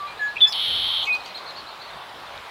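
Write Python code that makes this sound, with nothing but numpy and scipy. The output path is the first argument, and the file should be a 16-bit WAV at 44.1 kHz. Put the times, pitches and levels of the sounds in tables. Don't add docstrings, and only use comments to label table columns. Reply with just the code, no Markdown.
import sys
import numpy as np
from scipy import signal
from scipy.io import wavfile
from scipy.ndimage import uniform_filter1d

SR = 44100
rng = np.random.default_rng(int(sys.argv[2]) if len(sys.argv) > 2 else 0)


def int16_out(signal):
    q = np.round(np.clip(np.atleast_2d(signal).T, -1, 1) * 32767)
    wavfile.write(sys.argv[1], SR, q.astype(np.int16))


def magnitude_from_level(level_db):
    exponent = np.asarray(level_db, float) / 20
    return 10 ** exponent


N = 110250


def shape(u, edge):
    return np.sin(np.pi / 2 * np.clip(np.minimum(u, 1 - u) / edge, 0, 1)) ** 2


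def evened(x):
    return x / np.sqrt(np.mean(x ** 2) + 1e-20)


def add(mix, s, sound):
    at = round(s * SR)
    sound = sound[max(-at, 0):]
    part = mix[max(at, 0):][:len(sound)]
    part += sound[:len(part)]


def band(x, low_hz, top_hz, order=2):
    sos = signal.butter(order, [low_hz, top_hz], "bandpass", fs=SR, output="sos")
    return signal.sosfilt(sos, x)


def flutter(depth_db, size=120):
    drift = uniform_filter1d(rng.standard_normal(N), size=size)
    return magnitude_from_level(depth_db * evened(uniform_filter1d(drift, size=size)))


def tone(hz, tones, phase=0.):
    angle = 2 * np.pi * np.cumsum(hz) / SR + phase
    return np.sqrt(2) * sum(magnitude_from_level(db) * np.sin(round(k) * angle) for k, db in tones)


def glide(length, hz0, hz1, db, tones=((1, 0),), edge=0.3, phase=0., lean=0.9):
    u = np.arange(0, length, 1 / SR) / length
    return magnitude_from_level(db) * shape(u ** lean, edge) * tone(hz0 + (hz1 - hz0) * u, tones, phase)


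def whistle(curve, tones):
    s, hz, db = np.transpose(curve)
    t = np.arange(s[0], s[-1], 1 / SR)
    breath = magnitude_from_level(uniform_filter1d(np.interp(t, s, db), size=90))
    ends = shape((t - s[0]) / (s[-1] - s[0]), 0.022)
    return t, breath * ends * tone(np.interp(t, s, hz), tones)


def chirps(rows, rise, fall, tones, flutter_db):
    out = np.zeros((len(tones), N))
    for s, length, top_hz, db, *lift_db in rows:
        u = np.arange(0, length, 1 / SR) / length
        w = 2 * u - 1
        hz = top_hz * (1 - np.where(w < 0, rise * w ** 2, fall * abs(w) ** 3))
        for row, pair in zip(out, tones):
            if pair[0] < 1.5:
                level = magnitude_from_level(db) * shape(u, 0.16)
            else:
                level = magnitude_from_level(db + sum(lift_db)) * shape(u, 0.27) ** 2
            add(row, s, level * tone(hz, [pair]))
    overtones = sum(row * flutter(5.4, size=20) for row in out[1:])
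    return out[0] * flutter(flutter_db) + overtones


# f/Hz, level/dB per Hz
TRAFFIC_SPECTRUM = [(110, -14.5), (260, -15), (800, -1.5), (1100, -1.5), (1900, -9.5), (4000, -11.5),
                    (6400, -29), (15700, -36.5)]
TRAFFIC_DB = -39


def traffic():
    frames, hz = N // 256 + 5, np.fft.rfftfreq(1024, 1 / SR)
    real, imag, patches = rng.standard_normal((frames, 513, 3)).T
    patches = uniform_filter1d(patches, size=14, axis=0)
    patches = evened(uniform_filter1d(patches, size=16, axis=1))
    f, db = np.transpose(TRAFFIC_SPECTRUM)
    colour_db = np.interp(np.log(hz + 1), np.log(f), db)[:, None]
    z = (real + 1j * imag) * magnitude_from_level(colour_db + 1.7 * patches)
    z = z * (hz > 60)[:, None]
    return magnitude_from_level(TRAFFIC_DB) * evened(signal.istft(z, nperseg=1024, noverlap=768)[1][:N])


# t/s, level/dB
GUSTS = [(0.0, -66.5), (0.63, -65), (0.7, -49.5), (0.77, -56.5), (0.83, -52.5), (0.9, -59), (1.1, -65),
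         (1.11, -65), (1.6, -75), (1.9, -68), (1.96, -54), (2.02, -80.5), (2.39, -58.5), (2.5, -77)]


def wind():
    s, db = np.transpose(GUSTS)
    bumps = evened(band(rng.standard_normal(N), 41.7, 107, order=1))
    return bumps * magnitude_from_level(np.interp(np.arange(N) / SR, s, db) + 4.5)


# t/s, length/s, top f/Hz, level/dB
FAR_CHIRPS = [(-.02, .034, 4200, -46), (.062, 0.052, 4210, -49.5), (.171, 0.042, 4130, -47),
              (.268, .036, 4150, -46), (1.058, 0.028, 4770, -47), (1.14, 0.019, 4780, -44),
              (1.198, 0.03, 4310, -44), (1.236, 0.058, 4660, -49), (1.285, 0.029, 4230, -47),
              (1.366, .042, 4330, -53), (1.372, 0.023, 4750, -47), (1.446, .05, 4290, -43.5),
              (1.461, 0.032, 4640, -51), (1.545, 0.071, 4410, -43.5), (1.553, 0.04, 4675, -45),
              (1.666, 0.049, 4380, -46.5), (1.703, 0.044, 3720, -53), (1.795, .03, 4200, -50),
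              (1.812, .024, 4590, -47), (1.822, .046, 4430, -47), (1.86, 0.051, 4200, -54),
              (1.89, 0.02, 3700, -48), (1.93, 0.015, 3770, -48), (1.955, .04, 3640, -54),
              (2.005, 0.028, 3600, -49), (2.262, 0.023, 3590, -50)]


def far_neighbours():
    return chirps(FAR_CHIRPS, rise=.18, fall=.22, tones=[(1, 0.0038)], flutter_db=3.3)


# t/s, f/Hz, level/dB
LOW = [
    (0.0, 1194, -37),
    (0.01, 1172, -31),
    (0.028, 1153, -33),
    (0.068, 1179, -33.5),
    (0.1, 1150, -56.5),
]
MID = [
    (.192, 1735, -33),
    (.204, 1717, -32),
    (.222, 1696, -23),
    (.27, 1697, -24.5),
    (.312, 1673, -37),
    (.33, 1716, -41),
    (.345, 1640, -55),
]
LAST = [
    (1.052, 2454, -39),
    (1.066, 2520, -35),
    (1.078, 2564, -25.5),
    (1.108, 2486, -19),
    (1.158, 2480, -21.5),
    (1.182, 2517, -37),
]
# multiple, level/dB
LOW_TONES = [(1, 0.5), (2, -41.5)]
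MID_TONES = [(1, 0.5), (2, -29), (4, -34)]
LAST_TONES = [(1, -0.5), (2, -39), (3, -53), (5, -52)]


def whistles():
    out = np.zeros(N)
    for curve, tones in ((LOW, LOW_TONES), (MID, MID_TONES), (LAST, LAST_TONES)):
        t, x = whistle(curve, tones)
        add(out, t[0], x)
    return out


# t/s, length/s, first f/Hz, last f/Hz, level/dB
SHORT_NOTES = [(0.064, 0.087, 2426, 2370, -42.5), (0.358, 0.0064, 2450, 2560, -33),
               (.376, .024, 2500, 2580, -34), (.378, 0.011, 3150, 3420, -38), (0.4052, 0.0044, 3000, 3470, -23),
               (.4097, 0.0069, 2950, 3430, -24.5), (.413, 0.01, 10150, 10700, -48),
               (0.446, 0.039, 2596, 2603, -41), (.471, .021, 3750, 3800, -47), (0.458, 0.0079, 3330, 3450, -25),
               (0.487, 0.041, 5870, 5680, -47), (.505, 0.023, 5100, 4880, -45),
               (1.066, 0.039, 2270, 2175, -29.5), (1.055, 0.032, 2870, 2830, -41),
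               (1.068, 0.056, 11900, 12500, -63), (1.19, 0.047, 2500, 2590, -54)]


def short_notes():
    out = np.zeros(N)
    for s, *row in SHORT_NOTES:
        add(out, s, glide(*row))
    for hz in (2395, 2689):
        add(out, .3649, glide(.0135, hz, hz, -27.5, edge=0.33))
    return out


# t/s, f/Hz, level/dB
LOUD = [
    (.398, 3560, -44),
    (.402, 3560, -27),
    (.411, 3620, -15),
    (.4165, 3510, -13),
    (.421, 3480, -10),
    (.447, 3465, -11),
    (.4562, 3455, -13.5),
    (.459, 3420, -26),
    (.464, 3420, -45),
]
# multiple, level/dB
LOUD_TONES = [(1, 0.5), (2, -47.5), (3, -46.5)]


def loud_note():
    out = np.zeros(N)
    t, x = whistle(LOUD, LOUD_TONES)
    dip = ((t - .4058) * 200 % 1) ** 2
    dip = dip * np.clip((.4195 - t) / .012, 0, 1)
    add(out, t[0], x * magnitude_from_level(uniform_filter1d(-34 * dip, size=90)))
    return out


# t/s, length/s, multiple, level/dB
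NASAL = [
    (.455, .05, 1, -38),
    (.459, .036, 2, -31),
    (.49, .036, 2, -38),
    (.469, .05, 3, -31.5),
    (.47, .045, 4, -46),
    (.472, .04, 5, -64),
    (.472, .04, 6, -64),
    (.472, .04, 8, -64),
    (.472, .04, 9, -64),
]
NASAL_HZ = 1727


def nasal():
    out = np.zeros(N)
    for s, length, k, db in NASAL:
        hz = round(k) * NASAL_HZ
        add(out, s, glide(length, hz * 1.003, hz * .997, db, edge=.45, lean=.6))
    u = (np.arange(N) / SR - .464) / .078
    air = evened(band(rng.standard_normal(N), 4500, 14000, order=1))
    return out * flutter(1.9, size=30) + magnitude_from_level(-53) * shape(u, 0.16) * air


# offset t/ms, length/ms, first f/Hz, last f/Hz, level/dB
BEAT = [
    (-1.8, 2.5, 2800, 4200, 0),
    (.6, 2.2, 3350, 3200, -9),
    (.7, 2.4, 4250, 3950, -14),
    (1.9, 3.2, 3800, 3450, -5.5),
    (1.7, 5.2, 3270, 3120, -4),
    (3.8, 6.8, 3180, 3100, -6),
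    (4.8, 6., 4150, 4350, -12.5),
]
# multiple, level/dB
BEAT_TONES = [(1, -7), (2, -58)]
TRILL_S, PERIOD_S = .5372, .01162
HURRY_S, SETTLE_BEATS = .0078, 12
STROKE_EDGE = .45


def trill_beats(count=45):
    out, k = np.zeros(N), np.arange(count)
    at = TRILL_S + PERIOD_S * k - HURRY_S * (1 - np.exp(-k / SETTLE_BEATS))
    luck = rng.standard_normal((count, len(BEAT), 4))
    for s, turn, beat_luck in zip(at, np.pi * k, luck):
        for (ms, length_ms, hz0, hz1, db), (a, b, c, d) in zip(BEAT, beat_luck):
            lift = 1 + .011 * a
            lean = .75 if hz1 < hz0 else 1
            phase = turn + 1.1 * d
            x = glide(length_ms / 1000, hz0 * lift, hz1 * lift, db + 1.2 * b,
                      BEAT_TONES, STROKE_EDGE, phase, lean)
            add(out, s + (ms + .04 * c) / 1000, x)
    out = band(out, 2580, 4870)
    return out / np.std(out[round(.6 * SR):SR])


# centre f/Hz, width/Hz, level/dB
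RASP = [
    (9320, 1300, -29.5),
    (10980, 1000, -27),
    (13600, 3300, -32),
    (4830, 1100, -24.5),
    (2530, 950, -15),
]


def trill_air(strokes):
    t = np.arange(N) / SR
    high = evened(band(strokes, 3700, 6000)) / 2
    power = uniform_filter1d(high ** 2, size=40).clip(0)
    push = np.interp(t - 0.00033, t, power)
    flow = (push ** 0.68) ** .5 * magnitude_from_level(-5.5 * (t - TRILL_S) * 2)
    hiss = 0
    for hz, width, db in RASP:
        hiss = hiss + magnitude_from_level(db) * evened(band(rng.standard_normal(N), hz - width / 2, hz + width / 2))
    return flow * hiss * flutter(0.7, size=200) * shape((t - .52) / 0.64, .01)


# t/s, length/s, first f/Hz, last f/Hz, level/dB
OPENING = [
    (.5228, 0.0018, 3300, 3900, -28),
    (.524, .0035, 4250, 5820, -22.5),
    (.5275, 0.0043, 5220, 3100, -22),
    (.53, .004, 3280, 3000, -27),
    (.5305, 0.012, 4590, 4380, -30),
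]
# t/s, level/dB
TRILL_EFFORT = [(0.53, -28), (0.56, -25.5), (0.646, -23), (1.03, -24.5), (1.044, -26), (1.05, -38.5)]


def trill():
    opening = np.zeros(N)
    for s, *row in OPENING:
        add(opening, s, glide(*row, edge=STROKE_EDGE))
    beats = trill_beats()
    effort = magnitude_from_level(np.interp(np.arange(N) / SR, *np.transpose(TRILL_EFFORT)))
    return (beats + trill_air(beats + opening / effort)) * effort + opening


# t/s, length/s, level/dB
FLICKS = [
    (1.029, 0.013, -42.5),
    (1.054, .01, -45),
    (1.067, .01, -50),
    (1.146, 0.0099, -45),
    (1.236, .0037, -49),
    (1.256, 0.0097, -39.5),
    (1.265, 0.0062, -59),
    (1.376, .005, -46.5),
    (1.507, .0072, -47.5),
]
# multiple, level/dB
FLICK_TONES = [(1, -2), (2, -10.5)]


def flicks():
    out = np.zeros(N)
    for s, length, db in FLICKS:
        add(out, s, glide(length, 3750, 2600, db, FLICK_TONES))
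    return out * flutter(6.0, size=30)


# t/s, length/s, top f/Hz, level/dB, overtone lift/dB
NEAR_CHIRPS = [
    (1.032, 0.033, 4200, -39, 4),
    (1.123, 0.023, 4260, -34.5, 0.5),
    (1.238, 0.034, 4320, -49.5, 9),
    (1.342, 0.039, 4265, -34.5, -9),
    (1.487, .026, 4205, -40.5, -8),
]
# multiple, level/dB
NEAR_TONES = [(1, 0), (2, -24), (3, -25)]


def near_neighbours():
    return chirps(NEAR_CHIRPS, rise=.18, fall=.28, tones=NEAR_TONES, flutter_db=2.1)


def twig():
    t, out = np.arange(200) / SR, np.zeros(N)
    add(out, 2.3775, magnitude_from_level(-26 - 60 * t / 0.0057) * np.sin(2 * np.pi * 3700 * t))
    return out


def trees(x, t60):
    t = np.arange(SR // 2) / SR
    taps = rng.standard_normal(len(t)) * (rng.random(len(t)) < .05)
    taps = taps * magnitude_from_level(-60 * t / t60) * np.clip(t / .008 - 1, 0, 1)
    return signal.fftconvolve(x, taps / np.linalg.norm(taps))[:N]


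def scene():
    bird = whistles() + loud_note() + short_notes() + nasal() + trill()
    others = near_neighbours() + flicks() + far_neighbours()
    echo = trees(magnitude_from_level(-17.5) * bird + magnitude_from_level(-12) * others, t60=.45)
    bushes = magnitude_from_level(-4) * trees(others, t60=.09)
    return (bird + others + echo + bushes + twig() + traffic() + wind())[None]


def band_limit(x):
    return signal.sosfilt(signal.butter(12, 15790, fs=SR, output="sos"), x)


def record(dry):
    return band_limit(dry)


dry = scene()
out = record(dry)
int16_out(out)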